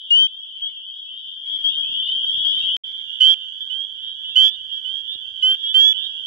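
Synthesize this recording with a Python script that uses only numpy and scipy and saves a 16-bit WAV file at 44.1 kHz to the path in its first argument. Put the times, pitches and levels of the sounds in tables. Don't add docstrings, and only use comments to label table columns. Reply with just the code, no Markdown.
import sys
import numpy as np
from scipy import signal
from scipy.fft import rfft, irfft, next_fast_len
from scipy.io import wavfile
from scipy.ndimage import uniform_filter1d, minimum_filter1d

SR = 44100
rng = np.random.default_rng(int(sys.argv[2]) if len(sys.argv) > 2 else 0)


def to_wav(sig):
    pcm = np.clip(np.atleast_2d(sig), -1, 1) * 32767
    pcm = np.round(pcm).astype(np.int16)
    wavfile.write(sys.argv[1], SR, pcm.T)


N = 276066
TIME = np.arange(N) / SR
FIRST_SPOT_END_S, SECOND_SPOT_START_S = 2.767, 2.836


# t/s, duration/s, starting f/Hz, rise/Hz, level/dB, left-right/dB, lag of left/ms
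NEAR_CALLS = [(0.103, .168, 2850, 307.5, -16.5, 5.5, -.16), (0.613, 0.081, 3175, 217.7, -29.5, 5, -.11),
              (1.469, 0.12, 3184, 228.4, -32, 13, 0.16), (1.638, 0.076, 3188, 216, -22, 8.5, -0.12),
              (1.764, .066, 3182, 193, -30, 12, 0.026), (1.817, 0.19, 2470, 303, -57, 2.5, -0.04),
              (1.943, 0.16, 3294, 254, -38.5, 16, .08), (2.101, 0.13, 3250, 211.3, -39, -2, -0.029),
              (2.22, .11, 3115, 84.5, -27, -1.5, 0.12), (2.443, 0.097, 3185, 217.3, -23.5, 13, 0.2),
              (2.521, .14, 3460, 283, -40.5, -2.5, 0), (2.63, 0.097, 2995, 362, -30.5, 10, 0.026),
              (2.867, 0.14, 3090, 217, -40, 0, 0.46), (3.085, 0.12, 3174, 288.4, -38.5, -14.5, 0.36),
              (3.201, 0.14, 3051, 329, -16.5, -12, 0.39), (3.204, 0.14, 2942, 258.8, -16, -8, .37),
              (3.6, 0.036, 3355, 111, -29.5, -8, 0.42), (3.694, 0.16, 2930, 368, -29, -17, 0.28),
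              (4.027, 0.1, 3217, 120, -35, -5, 0.37), (4.201, .15, 3316, 242, -37.5, -6, .41),
              (4.237, 0.092, 2910, 247, -35, -5, .44), (4.357, .144, 3072, 356.4, -16.5, -12, 0.406),
              (4.354, .128, 2958, 223, -16.5, -7, .36), (4.493, .072, 3434, 183.3, -34, -11, 0.49),
              (4.71, .09, 3177, 160.4, -30, -9.5, 0.41), (4.841, 0.18, 2930, 354.4, -29.5, -18, 0.26),
              (5.071, 0.089, 3390, 254.5, -31.5, -7.5, .39), (5.422, .13, 2966, 232, -17, -6, 0.077),
              (5.555, .08, 3260, 160, -36.5, -7, 0.44), (5.628, .11, 3226, 230.4, -26, -5.5, 0.39),
              (5.74, 0.19, 3055, 352.7, -14, -10, .41), (5.939, .17, 2949, 365, -31, -19.5, 0.24),
              (5.961, 0.12, 3334, 335, -32.5, -11, 0.45)]

def near_frogs(close_db=-16, echo_db=-27, echo_growth=.6):
    direct, scattered = np.zeros((2, 2, N))
    for s, length, start_hz, rise_hz, level_db, balance_db, lag_ms in NEAR_CALLS:
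        far_db = max(close_db - level_db, 0)
        call = from_db(level_db) * panned(balance_db) * peep(s, length, start_hz, rise_hz, far_db, lag_ms)
        add(direct, s, call)
        add(scattered, s, call * from_db(echo_db + echo_growth * far_db))
    sound = direct + marsh_echo(scattered, t60=.24, dull_hz=8950)
    return filtered(sound, 6, 1100, "high")


# f/whistle pitch, level/dB at the first spot, level/dB at the second
CORD_PARTIALS = [(.5, -37, -31.5), (1, 4.5, 3), (1.5, -30.5, -33.5), (2, -38, -34.5), (2.5, -58.5, -50),
                 (3, -59.5, -55.5), (3.5, -49, -52), (4, -46.5, -44), (4.5, -44.5, -43.5), (5, -58, -53)]
# t/duration, level/dB
AIR_PRESSURE = [(0, 1.5), (.12, 4.5), (.45, 3.5), (.75, 3), (1, -3.5)]

def peep(s, length, start_hz, rise_hz, far_db, lag_ms=None, partials=10,
         attack=.0045, release=.001, air_per_db=.5):
    t = np.arange(int(length * SR)) / SR
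    progress = t / length
    blur = 1.5 + far_db / 12.5
    hz = start_hz + rise_hz * glide(t)
    close = lag_ms is not None
    if close:
        hz = hz * (1 - .42 / blur * np.exp((t - length) / .00073))
        stereo_phase = np.pi * hz * lag_ms / 1000 * np.array([[1], [-1]])
        phase = phase_of(hz) + cord_rattle(t) / blur - stereo_phase
        tick = from_db(-28.5) / blur * flutter(len(t), 7000) * np.exp(-t / .0075)
    else:
        phase, tick = phase_of(hz), 0
    phase = phase.astype(np.float32)
    tone = 0
    for partial, (offset, slope) in zip(CORD_PARTIALS, rng.standard_normal((partials, 2))):
        ratio, first_db, second_db = partial
        db = first_db if s < FIRST_SPOT_END_S else second_db
        if ratio > 1:
            uneven_db = offset / 2 + slope * (2 * progress + .5)
            db = db - air_per_db * far_db * np.sqrt(ratio - 1) + uneven_db
            if close:
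                db = db + 2 * flutter(len(t), 170)
        tone = tone + from_db(db) * np.sin(ratio * phase)
    ramps = np.clip(t / (attack * blur), 0, 1) * np.clip((length - t) / (release * blur), 0, 1)
    pressure = from_db(np.interp(progress, *np.transpose(AIR_PRESSURE)))
    return tone * np.sin(np.pi / 2 * ramps) ** 2 * pressure + tick


def glide(t, climb_s=.16):
    climb = np.sin(np.pi / 2 * np.minimum(t / climb_s, 1) ** 1.15)
    return climb / climb[-1]


def cord_rattle(t, start_s=.005, stop_s=.0045):
    roughness = .003 + .13 * np.exp(-t / start_s) + .07 * np.exp((t - t[-1]) / stop_s)
    return roughness * flutter(len(t), 1400) + phase_of(2.6 * flutter(len(t), 290))


# t/s, level/dB, left-right/dB
CHORUS_LEVEL = [(0, -35.5, 1), (1.42, -33.5, 3.5), (1.5, -28, 3), (2.0, -22.5, 2.5), (2.76, -21, 2),
                (2.84, -30, -8), (3.9, -32.5, -8.5), (5.3, -32, -9.5), (6.26, -29, -7.5)]

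def far_frogs(count=480, centre_hz=3065, spread_hz=168, rise_hz=255):
    out = np.zeros((2, N))
    for s, (pitch, pace, near, side, lag) in zip(call_times(count), traits(count, 5, limit=2.5)):
        call = peep(s, .14 + .02 * pace, centre_hz + spread_hz * pitch, rise_hz * (1 + .121 * pace),
                    far_db=26.5, partials=4, air_per_db=.1)
        gain = from_db(3 * near - 2.4 * pitch ** 2)
        left, right = gain * panned(3 * side) * call
        add(out[0], s + .0003 * lag, left)
        add(out[1], s, right)
    out += from_db(-7) * marsh_echo(out, t60=1, dull_hz=6860)
    power = uniform_filter1d(out ** 2, size=SR // 6, axis=1)
    out /= np.sqrt(power + 1e-12)
    level_db, balance_db = in_time(CHORUS_LEVEL)
    return from_db(level_db) * out * panned(balance_db)


def edge_frogs(count, length, centre_hz, outward_hz, level_db, rise_hz=235):
    out = np.zeros((2, N))
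    for s, (oddness, pace, near, side) in zip(call_times(count), traits(count, 4, limit=2)):
        call = peep(s, length * (1 + .16 * pace), centre_hz + outward_hz * oddness,
                    rise_hz * (1 + .15 * pace), far_db=12, attack=.0072, release=.02, air_per_db=1.1)
        add(out, s, from_db(level_db + 1.5 * near - 2 * oddness) * panned(3 * side) * call)
    out += from_db(-8) * marsh_echo(out, t60=.45, dull_hz=7000)
    chorus_db, balance_db = in_time(CHORUS_LEVEL)
    return from_db(chorus_db) * out * panned(balance_db)


def call_times(count, lead_s=.2):
    return (np.arange(count) + rng.random(count)) / count * (N / SR + lead_s) - lead_s


def traits(count, kinds, limit):
    return np.clip(rng.standard_normal((count, kinds)), -limit, limit)


def marsh_echo(x, t60, dull_hz):
    t = np.arange(SR) / SR
    tail = rng.standard_normal((2, SR)) * from_db(-60 * t / t60) * np.minimum(t / .0022, 1)
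    tail = filtered(tail, 2, dull_hz)
    tail /= np.sqrt(np.sum(tail ** 2, axis=1, keepdims=True) * SR / 2 / dull_hz)
    return signal.fftconvolve(x, tail, axes=1)[:, :N]


# f/Hz, relative level/dB
RASP_SPECTRUM = [(900, -29.5), (1300, -16.5), (1900, -7), (2400, 3.5), (3200, -7), (4000, -4), (5000, -7),
                 (5700, -15.5), (7000, -28.5), (15000, -42)]
# t/s, duration/s, level/dB
RASP_SPELLS = [(0.54, 0.21, -65), (1.43, 0.22, -59), (2.426, 0.31, -55.5), (2.815, 0.24, -62)]

def rasp(grain_hz=90, fade_s=.048):
    bed = from_db(in_time(RUMBLE_LEVEL)[0] - 3.5)
    spells = 0
    for s, length, level_db in RASP_SPELLS:
        inside_s = np.minimum(TIME - s, s + length - TIME)
        spells = spells + from_db(level_db) * np.clip(inside_s / fade_s, 0, 1)
    grain = unit_rms(from_db(3 * flutter(N, grain_hz)))
    noise = np.maximum(bed, spells) * grain * coloured_noise(RASP_SPECTRUM, correlation=.3)
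    _, chorus_balance_db = in_time(CHORUS_LEVEL)
    return (noise + spells * from_db(-8.5) * chirps()) * panned(chorus_balance_db)


def chirps(centre_hz=2200, wander_hz=70, flicker_hz=25):
    hz = centre_hz + wander_hz * flutter(N, flicker_hz)
    notes = np.clip(flutter(N, flicker_hz), 0, 1) ** 2
    return unit_rms(notes * np.sin(phase_of(hz)))


# t/s, duration/s, peak level before filtering/dB, left-right/dB
GRIP_SHIFTS = [(0.177, 0.03, -62.5, -14), (1.13, 0.017, -55, -26), (1.895, .05, -44, -28),
               (2.343, 0.096, -39, -26), (2.56, 0.027, -45, -34), (2.634, .08, -42.5, -39),
               (5.154, .02, -45, 10), (6.079, .02, -55, 13)]
# f/Hz, T60/s, relative level/dB
CASE_MODES = [(76, 0.076, -8), (147, 0.024, -8.5), (243, 0.015, -3), (403, 0.0074, -13.5),
              (790, 0.0034, -11)]

def hand_bumps(contact_s=.004, gap_s=.028, fade_db_per_s=60):
    out = np.zeros((2, N))
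    t = np.arange(SR // 8) / SR
    for s, length, peak_db, balance_db in GRIP_SHIFTS:
        for delay in np.arange(0, length, gap_s):
            ring = sum(from_db(db + 2 * rng.standard_normal() - 60 * t / t60) * np.sin(2 * np.pi * hz * t)
                       for hz, t60, db in CASE_MODES)
            rub = rng.standard_normal(len(t)) * np.exp(-t / contact_s)
            thud = signal.fftconvolve(ring, rub)
            gain = from_db(peak_db - fade_db_per_s * delay) * panned(balance_db)
            add(out, s + delay, gain * thud / np.abs(thud).max())
    return filtered(out + 1e-18, 2, [55, 900], "band")


# f/Hz, relative level/dB
FIRST_SPOT_SPECTRUM = [(24, -37), (40, -10), (84, -0.5), (134, -6.5), (162, -3.5), (210, -11.5),
                       (390, -21.5), (724, -21), (1000, -29), (1300, -61), (2200, -120)]
SECOND_SPOT_SPECTRUM = [(24, -35), (40, -6.5), (91, 2.5), (105, 0.5), (134, -13), (257, -14.5),
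                        (298, -15.5), (470, -26), (633, -20), (795, -19), (1000, -25), (1300, -57.5),
                        (2200, -120)]
HISS_SPECTRUM = [(1000, -3.5), (4000, 1), (9000, -1.5), (13000, -2.5), (15800, -4)]
# t/s, level/dB
RUMBLE_LEVEL = [(0, -84.5), (1.3, -84), (1.9, -68), (2.76, -65.5), (2.85, -71), (4.5, -66.5), (6.26, -68)]

def rumble():
    first = coloured_noise(FIRST_SPOT_SPECTRUM, correlation=.4)
    second = coloured_noise(SECOND_SPOT_SPECTRUM, correlation=.11)
    low = filtered(np.where(TIME < FIRST_SPOT_END_S, first, second), 4, 42, "high")
    hiss = from_db(-10) * coloured_noise(HISS_SPECTRUM, correlation=0)
    return from_db(in_time(RUMBLE_LEVEL)[0]) * (low + hiss)


def coloured_noise(spectrum, correlation):
    hz, db = np.transpose(spectrum)
    size = next_fast_len(N)
    log_hz = np.log(np.fft.rfftfreq(size, 1 / SR) + 1)
    gain = from_db(np.interp(log_hz, np.log(hz), db, right=-100))
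    mid, side = irfft(rfft(rng.standard_normal((2, size))) * gain, size)[:, :N]
    return unit_rms(np.sqrt(1 + correlation) * mid + np.sqrt(1 - correlation) * side * np.array([[1], [-1]]))


def flutter(size, hz):
    return unit_rms(filtered(rng.standard_normal(size + 400), 4, hz)[400:])


def filtered(x, order, hz, kind="low"):
    return signal.sosfilt(signal.butter(order, hz, kind, fs=SR, output="sos"), x)


def phase_of(hz):
    return 2 * np.pi * np.cumsum(hz) / SR


def from_db(db):
    return 10 ** (np.asarray(db) / 20)


def unit_rms(x):
    return x / np.sqrt(np.mean(x ** 2) + 1e-20)


def in_time(rows):
    s, *columns = np.transpose(rows)
    return [np.interp(TIME, s, column) for column in columns]


def panned(balance_db):
    gains = from_db(np.array([[.5], [-.5]]) * balance_db)
    return gains / np.sqrt(np.mean(gains ** 2, axis=0))


def add(out, s, sound):
    at = round(s * SR)
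    first, last = max(at, 0), min(at + sound.shape[-1], N)
    if last > first:
        out[..., first:last] += sound[..., first - at:last - at]


def scene():
    small_frogs = edge_frogs(count=38, length=.115, centre_hz=3385, outward_hz=65, level_db=-17.5)
    large_frogs = edge_frogs(count=17, length=.24, centre_hz=2770, outward_hz=-68.5, level_db=-24)
    return near_frogs() + far_frogs() + small_frogs + large_frogs + rasp() + hand_bumps() + rumble()


def record(dry, ceiling=.97, cutoff_hz=15800):
    headroom = np.minimum(1, ceiling / (np.abs(dry).max(axis=0) + 1e-9))
    limited = dry * uniform_filter1d(minimum_filter1d(headroom, size=1201), size=601)
    gate = (TIME < FIRST_SPOT_END_S) + np.clip((TIME - SECOND_SPOT_START_S) / .0075, 0, 1)
    return signal.sosfilt(signal.ellip(10, .1, 80, cutoff_hz, fs=SR, output="sos"), limited * gate)


dry = scene()
out = record(dry)
to_wav(out)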